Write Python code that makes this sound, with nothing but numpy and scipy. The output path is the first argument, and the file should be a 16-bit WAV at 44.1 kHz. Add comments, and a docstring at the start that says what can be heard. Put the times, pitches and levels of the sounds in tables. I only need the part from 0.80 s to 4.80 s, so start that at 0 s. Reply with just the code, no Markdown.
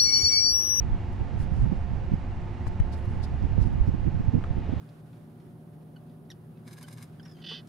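"""Tyre and body rumble, slipstream hiss and a steady engine drone: a pickup cruising on a country road,
heard from a camera at its open side window. Eddies buffet the microphone, mostly its right port.
The hand on the camera shifts its grip: brief rustles, three small knocks, a fine crackle.
Near the end a gust swells past and a slipping fingertip squeaks twice."""
import sys
import numpy as np
from scipy import signal
from scipy.fft import rfft, irfft
from scipy.io import wavfile
from scipy.ndimage import uniform_filter1d

SR = 44100
rng = np.random.default_rng(int(sys.argv[2]) if len(sys.argv) > 2 else 0)


def bounce(signal):
    """Save signal as a 16-bit WAV file at the path given by the first command-line argument."""
    frames = np.transpose(np.atleast_2d(signal))
    limited = np.clip(frames, -1, 1)
    pcm = np.round(limited * 32767).astype(np.int16)
    wavfile.write(sys.argv[1], SR, pcm)


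N = 176400
T = np.arange(N) / SR


def from_db(db):
    """Decibels to gain."""
    return 10 ** (np.asarray(db) / 20)


def unit_rms(x):
    """Each channel scaled to rms 1."""
    return x / np.sqrt(np.mean(x ** 2, axis=-1, keepdims=True) + 1e-30)


def in_time(rows):
    """Columns of a time table at every sample."""
    times_s, *columns = np.transpose(rows)
    return [np.interp(T, times_s, column) for column in columns]


def at_hz(rows, hz, column=1):
    """One column of a spectrum table, read on a log-frequency axis."""
    rows = np.array(rows)
    return np.interp(np.log(hz), np.log(rows[:, 0]), rows[:, column])


def pan(db):
    """Channel gains for a level difference, left minus right."""
    return from_db(np.array([[.5], [-.5]]) * db)


def drift(rate_hz):
    """Smooth random motion, rms 1."""
    f = np.fft.rfftfreq(N, 1 / SR)
    return unit_rms(irfft(rfft(rng.standard_normal(N)) / (1 + (f / rate_hz) ** 2), N))


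def noise(colour, correlation=lambda f: 0, size=N):
    """Stereo noise, rms 1, from spectral shape and left-right correlation by frequency."""
    f = np.fft.rfftfreq(size, 1 / SR) + 1e-6
    mid, side = rfft(rng.standard_normal((2, size)))
    alike = np.clip(correlation(f), -1, 1)
    spectrum = np.sqrt(1 + alike) * mid + np.sqrt(1 - alike) * side * [[1], [-1]]
    return unit_rms(irfft(colour(f) * spectrum, size))


def swell(x, length_s, edge=1):
    """Middle of x as a smooth burst, rms about 1 over its main part; higher edge, softer flanks."""
    t = (np.arange(x.shape[-1]) - x.shape[-1] / 2) / SR
    position = np.clip(t / (length_s * np.sqrt(edge)), -.5, .5)
    burst = x * np.abs(np.cos(np.pi * position)) ** edge
    return burst / np.sqrt(np.sum(burst ** 2, axis=-1, keepdims=True) / (.5 * length_s * SR))


def add(out, x, centre_s):
    """Mix x into out, centred on a time."""
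    at = int(centre_s * SR) - x.shape[-1] // 2 + np.arange(x.shape[-1])
    inside = (at >= 0) & (at < N)
    out[:, at[inside]] += x[:, inside]


def resonance(x, hz, width_hz):
    """Two-pole resonance, peak gain 1."""
    r = np.exp(-np.pi * width_hz / SR)
    feedback = [1, -2 * r * np.cos(2 * np.pi * hz / SR), r * r]
    return signal.lfilter(np.array([1, 0, -1]) * (1 - r * r) / 2, feedback, x + 1e-18)


def decay(start_s, t60_s):
    """Envelope: sudden onset, exponential fall."""
    return (T > start_s) * from_db(-60 * np.clip((T - start_s) / t60_s, 0, 10))


def strike(start_s, t60_s, hz, width_hz, colour, correlation=0.27):
    """A brief rough contact rings one resonance; rms about 1 at onset."""
    fade = decay(0, t60_s)[:4096]
    contact = noise(colour, lambda f: correlation, size=4096) * fade
    ring = unit_rms(resonance(contact, hz, width_hz)) * np.sqrt(np.mean(fade ** 2))
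    return np.pad(ring, ((0, 0), (int(start_s * SR), N)))[:, :N]


# Rumble spectrum: (frequency [Hz], relative density [dB])
RUMBLE_SPECTRUM = [(20, 7), (45, 1), (70, 6.5), (100, 5.5), (150, -4.5), (245, -7), (310, -15), (400, -20),
                   (480, -30), (700, -55), (3000, -93)]
# Rumble across the ports: (frequency [Hz], correlation [-1..1])
RUMBLE_CORRELATION = [(30, 0.23), (70, 1), (300, 1)]
RUMBLE_DB, RUMBLE_FLUTTER_DB = -32.5, 1


def road_rumble():
    """Tyres shake the body: a low, slightly uneven rumble."""
    rumble = noise(lambda f: from_db(at_hz(RUMBLE_SPECTRUM, f)), lambda f: at_hz(RUMBLE_CORRELATION, f))
    return rumble * from_db(RUMBLE_DB + RUMBLE_FLUTTER_DB * drift(rate_hz=34)) * pan(db=-1)


# Hiss spectrum: (frequency [Hz], relative density [dB])
HISS_SPECTRUM = [(250, 3), (480, 2.5), (640, 0.5), (830, 3.5), (1050, -3), (1400, -6), (1950, -7.5),
                 (2900, -14.5), (3500, -19), (5000, -24), (6500, -28.5), (8000, -33.5), (10500, -38),
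                 (12500, -50.5), (15000, -65.5)]
# Hiss across the ports: (frequency [Hz], relative pan [dB], correlation [-1..1])
HISS_PORTS = [(500, 0.5, 0.74), (980, -1.5, 0.37), (2000, 0, 0.71), (4500, 1, 0.68), (10000, 1.5, 0.07)]
# Hiss envelope: (time [s], level before HISS_GAIN_DB [dB], pan [dB])
HISS_ENVELOPE = [(0, -53, -3), (.5, -52.5, -4), (1.3, -53.5, -4.5), (2.2, -53, -3.5), (2.7, -52.5, -3),
                 (3.2, -54, -3.5), (3.6, -53.5, -4), (3.8, -54, -1), (4, -52, -.5)]
HISS_GAIN_DB, HISS_FLUTTER_DB = 6, 0.35


def slipstream():
    """Air and tyres hiss through the open window; the sound shifts as the camera turns."""
    level_db, pan_db = in_time(HISS_ENVELOPE)
    hiss = noise(lambda f: from_db(at_hz(HISS_SPECTRUM, f)) * pan(at_hz(HISS_PORTS, f)),
                 lambda f: at_hz(HISS_PORTS, f, column=2))
    return hiss * from_db(HISS_GAIN_DB + level_db + HISS_FLUTTER_DB * drift(rate_hz=22)) * pan(pan_db)


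# Engine partials: (frequency [multiple of DRONE_HZ], level [dB])
ENGINE_PARTIALS = [(.4, -41.5), (1, -49.5), (2, -54.5), (2.84, -67), (3, -63), (4, -59.5), (4.38, -66),
                   (4.7, -68), (5, -60), (6, -67.5), (7, -76), (14, -79), (16, -75.5)]
DRONE_HZ, PITCH_JITTER, PORT_PHASE_RAD = 176.7, .0015, .4
SCATTER_DEPTH, SCATTER_HZ = .48, 8


def engine():
    """Partials locked to the revs; moving air scatters each, so it wavers in strength and phase."""
    pitch_hz = DRONE_HZ * (1 + PITCH_JITTER * drift(rate_hz=7.75))
    drone_rad = 2 * np.pi * np.cumsum(pitch_hz) / SR
    out = 0
    for multiple, db in ENGINE_PARTIALS:
        offset_rad = rng.uniform(0, 2 * np.pi) + rng.normal(0, PORT_PHASE_RAD, (2, 1))
        scatter = 1 + SCATTER_DEPTH * (drift(SCATTER_HZ) + 1j * drift(SCATTER_HZ))
        partial = np.real(scatter * np.exp(1j * (multiple * drone_rad + offset_rad)))
        out = out + from_db(db) * unit_rms(partial)
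    return out * pan(db=-6.5)


# Small eddies push one port, pull the other: (frequency [Hz], correlation [-1..1])
EDDY_CORRELATION = [(60, -0.078), (250, -0.92)]


def eddy_pressure(corner_hz, size=N):
    """Turbulent pressure noise: a gentle rise up to a corner frequency, then a steep fall."""
    rise, knee = 0.49, 2.43
    fall = np.array([[3.4], [5.24]])  # exponents: left, right

    def colour(f):
        return (f / corner_hz) ** rise / (1 + (f / corner_hz) ** knee) ** (fall / knee)

    return noise(colour, lambda f: at_hz(EDDY_CORRELATION, f), size)


# Continuous turbulence: (time [s], right level [dB])
TURBULENCE_ENVELOPE = [(0, -36), (.3, -40), (.55, -30.5), (.9, -27.5), (1.15, -28.5), (1.5, -38.5),
                       (1.9, -43.5), (2.4, -28.5), (2.8, -32.5), (3.5, -29.5), (3.65, -40), (3.75, -38.5),
                       (4, -32)]
# Single eddies: (centre [s], length [s], right level [dB], corner [Hz], left re right [dB])
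EDDY_HITS = [(0.046, 0.19, -25.5, 124, -8), (0.134, 0.081, -19.5, 69, -4.5), (0.411, 0.037, -19.5, 132, -9),
             (0.567, 0.063, -24, 170, -22), (0.605, 0.015, -17, 140, -10), (0.729, 0.044, -19, 168, -26),
             (.805, 0.12, -17, 133, -7.5), (0.861, 0.074, -23.5, 253, -26), (.926, 0.024, -16.5, 217, -21),
             (.98, 0.028, -29.5, 100, 0), (1.321, 0.0087, -13.5, 170, -14), (1.34, 0.018, -13, 204, -14.5),
             (2.53, 0.047, -25, 164, -15), (2.641, 0.047, -19.5, 252, -22.5),
             (2.74, 0.15, -22.5, 147, -16.5), (2.779, .003, -26, 620, -9), (2.783, .008, -20.5, 240, -15),
             (2.79, 0.035, -12.5, 175, -15), (2.821, 0.026, -12, 188, -17.5), (2.867, 0.052, -18, 218, -23),
             (2.956, 0.16, -22.5, 188, -11), (3.014, 0.0346, -11, 42, -10), (3.088, 0.031, -15, 216, -7),
             (3.145, 0.019, -16, 244, -13), (3.237, 0.031, -20.5, 102, -19),
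             (3.276, 0.053, -16.5, 235, -15.5), (3.353, 0.027, -20.5, 201, -10),
             (3.404, 0.026, -18.5, 231, -7.5), (3.485, 0.038, -14, 173, -27), (3.55, 0.047, -15, 245, -19),
             (3.58, 0.029, -17.5, 266, -12.5), (3.707, 0.03, -17, 152, -14), (3.78, 0.033, -20.5, 227, -18),
             (3.895, 0.022, -26.5, 350, -23), (3.932, 0.028, -20, 282, -15.5)]
TURBULENCE_LUMPS_DB, TURBULENCE_LEFT_DB = 4.5, -24.5


def buffeting():
    """Lumpy turbulence and thudding eddies at the ports; the sheltered left port sounds thinner."""
    level_db, = in_time(TURBULENCE_ENVELOPE)
    out = eddy_pressure(corner_hz=141.3) * from_db(level_db + TURBULENCE_LUMPS_DB * drift(rate_hz=27))
    out[0] *= from_db(TURBULENCE_LEFT_DB)
    for centre_s, length_s, db, corner_hz, left_db in EDDY_HITS:
        eddy = swell(eddy_pressure(corner_hz, size=8192), length_s)
        add(out, eddy * from_db([[db + left_db], [db]]), centre_s)
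    return out


# Friction spectrum: (frequency [Hz], relative density [dB])
FRICTION_SPECTRUM = [(2000, -9), (3500, 0), (6000, -2.5), (7800, -3), (9800, -1), (12000, -11),
                     (14000, -17), (15500, -21)]


def friction_colour(hz):
    """Bright spectral shape of contact with the housing."""
    return from_db(at_hz(FRICTION_SPECTRUM, hz))


# Hand rubs: (centre [s], length [s], level [dB], pan [dB], ring gain [dB])
HAND_RUBS = [(.33, 0.02, -67, -4, -6), (0.616, 0.082, -63, -8.5, -6), (0.759, 0.11, -71, -6, 3),
             (0.82, 0.091, -67.5, -6, -4), (1.878, 0.024, -58.5, 4, -2), (2.136, 0.038, -62, 5.5, 10),
             (2.18, 0.065, -69, -5, -6), (2.302, .2, -76, -5, 1), (2.441, 0.037, -59.5, 5, 12),
             (2.825, 0.06, -63, 2, 8.5), (2.866, 0.045, -67, 1, -3), (3.079, 0.042, -69.5, 1, 8)]
RUB_GRAIN_DB, LOWER_RING_DB = 1.5, 1.5


def rustles():
    """The hand rubs the housing: fine-grained friction, ringing under harder pressure."""
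    out = np.zeros((2, N))
    for centre_s, length_s, db, pan_db, ring_db in HAND_RUBS:
        friction = noise(friction_colour, size=16384)
        grain = unit_rms(uniform_filter1d(rng.standard_normal(friction.shape[-1]), size=60))
        rub = swell(friction * from_db(RUB_GRAIN_DB * grain), length_s, edge=2)
        upper_ring = resonance(rub, hz=4980, width_hz=950)
        lower_ring = from_db(LOWER_RING_DB) * resonance(rub, hz=3550, width_hz=580)
        rustle = rub + from_db(ring_db) * (upper_ring - lower_ring)
        add(out, rustle * from_db(db) * pan(pan_db), centre_s)
    return out


# Knocks: (time [s], click level [dB], click pitch [Hz], click width [Hz], click t60 [s],
# snap level [dB], snap pitch [Hz], crack level [dB], left thump [dB], right thump [dB])
CAMERA_KNOCKS = [(1.8681, -32.5, 750, 320, .013, -56, 6200, -62, -15.5, -25),
                 (2.0005, -35, 560, 700, 0.015, -40.5, 2240, -55, -6.5, -16.5),
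                 (3.6395, -34.5, 940, 800, 0.015, -45, 2900, -68, -26, -37)]
# Thump at the left, then right port: (frequency [Hz], rise [s])
PORT_THUMPS = [(73, 0.0044), (34, 0.021)]
CLICK_CORNER_HZ, SNAP_WIDTH_HZ, SNAP_T60_S = 2400, 750, 0.012


def knocks():
    """Knocks on the camera: bright crack, plastic click and higher snap, then a low thump per port."""
    out = np.zeros((2, N))
    for knock in CAMERA_KNOCKS:
        start_s, click_db, click_hz, width_hz, t60_s, snap_db, snap_hz, crack_db, *thump_db = knock
        click = strike(start_s, t60_s, click_hz, width_hz, lambda f: 1 / (1 + (f / CLICK_CORNER_HZ) ** 2))
        snap = strike(start_s, SNAP_T60_S, snap_hz, SNAP_WIDTH_HZ, lambda f: 1 / (1 + (f / snap_hz) ** 2))
        crack = noise(friction_colour) * decay(start_s, t60_s=.01)
        out += (from_db(click_db) * click + from_db(snap_db) * snap) * pan(db=1.5)
        out += from_db(crack_db) * crack * pan(db=14)
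        age_s = np.maximum(T - start_s, 0)
        for port, (hz, rise_s) in enumerate(PORT_THUMPS):
            envelope = age_s / rise_s * np.exp(1 - age_s / rise_s)
            out[port] -= from_db(thump_db[port]) * envelope * np.sin(2 * np.pi * hz * age_s)
    return out


# Grip crackle: (time [s], level [dB])
CRACKLE_ENVELOPE = [(2.1, -100), (2.17, -78), (2.33, -84), (2.42, -82), (2.66, -87), (2.8, -100)]
# Grip ticks: (time [s], level [dB], ring [Hz], width [Hz])
GRIP_TICKS = [(2.179, -66, 11200, 2000), (2.189, -62, 10800, 2200), (2.2545, -61, 10600, 1000),
              (2.2995, -62, 7900, 1400), (2.314, -67, 10600, 600), (2.34, -71, 10600, 600),
              (2.627, -54, 4400, 1700), (2.929, -63, 10600, 4000)]
SLIPS_PER_S, SLIP_SPREAD_DB = 900, 2
CRACKLE_HZ, CRACKLE_WIDTH_HZ, TICK_T60_S = 10900, 1900, .011


def crackle():
    """The tightened grip creeps in tiny slips: fine high crackle, a few distinct ticks."""
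    level_db, = in_time(CRACKLE_ENVELOPE)
    slips = (rng.random(N) < SLIPS_PER_S / SR) * rng.choice([-1, 1], (2, N))
    fine = slips * from_db(SLIP_SPREAD_DB * rng.standard_normal(N))
    for _ in range(2):
        fine = resonance(fine, CRACKLE_HZ, CRACKLE_WIDTH_HZ)
    ticks = sum(from_db(db) * strike(start_s, TICK_T60_S, hz, width_hz, friction_colour)
                for start_s, db, hz, width_hz in GRIP_TICKS)
    return unit_rms(fine) * from_db(level_db) * pan(db=-3.5) + ticks * pan(db=-1)


# Gust envelope: (time [s], level [dB])
GUST_ENVELOPE = [(3.6, -71), (3.76, -58.5), (3.9, -52), (4, -52.5)]
# Gust spectrum: (frequency [Hz], relative density [dB])
GUST_SPECTRUM = [(150, -7), (330, 9.5), (600, 8), (1100, -8.5), (2000, -7), (3000, -5.5), (3800, -11),
                 (5500, -32), (9000, -52.5)]


def gust():
    """A swell of air rushes past the window edge."""
    level_db, = in_time(GUST_ENVELOPE)
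    air = noise(lambda f: from_db(at_hz(GUST_SPECTRUM, f)), correlation=lambda f: 1)
    return air * from_db(level_db) * pan(db=-1)


# Fingertip slips: (centre [s], length [s], level [dB], centre pitch [Hz])
FINGER_SLIPS = [(3.644, 0.0072, -40, 1165), (3.661, 0.012, -51, 1290)]
SQUEAK_RISE_HZ_PER_S, SQUEAK_ROUGHNESS = 65000, .3


def squeaks():
    """A fingertip slips on the housing: very short, rough upward chirps."""
    out = np.zeros((2, N))
    t = (np.arange(4096) - 2048) / SR
    for centre_s, length_s, db, hz in FINGER_SLIPS:
        grain = unit_rms(uniform_filter1d(rng.standard_normal((2, len(t))), size=40))
        chirp = np.sin(2 * np.pi * (hz * t + SQUEAK_RISE_HZ_PER_S * t * t / 2))
        squeak = swell(chirp * (1 + SQUEAK_ROUGHNESS * grain), length_s)
        add(out, squeak * from_db(db) * pan(db=1.5), centre_s)
    return out


def scene():
    """Moving vehicle, wind on the microphone, hand on the camera."""
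    vehicle = road_rumble() + slipstream() + gust() + engine()
    return vehicle + buffeting() + rustles() + crackle() + knocks() + squeaks()


FADE_IN_S, CUTOFF_HZ = .004, 15600


def record(dry):
    """Very short fade-in, steep low-pass."""
    lowpass = signal.ellip(10, .1, 80, CUTOFF_HZ, fs=SR, output="sos")
    return signal.sosfilt(lowpass, dry * np.minimum(T / FADE_IN_S, 1))


dry = scene()
out = record(dry)
bounce(out)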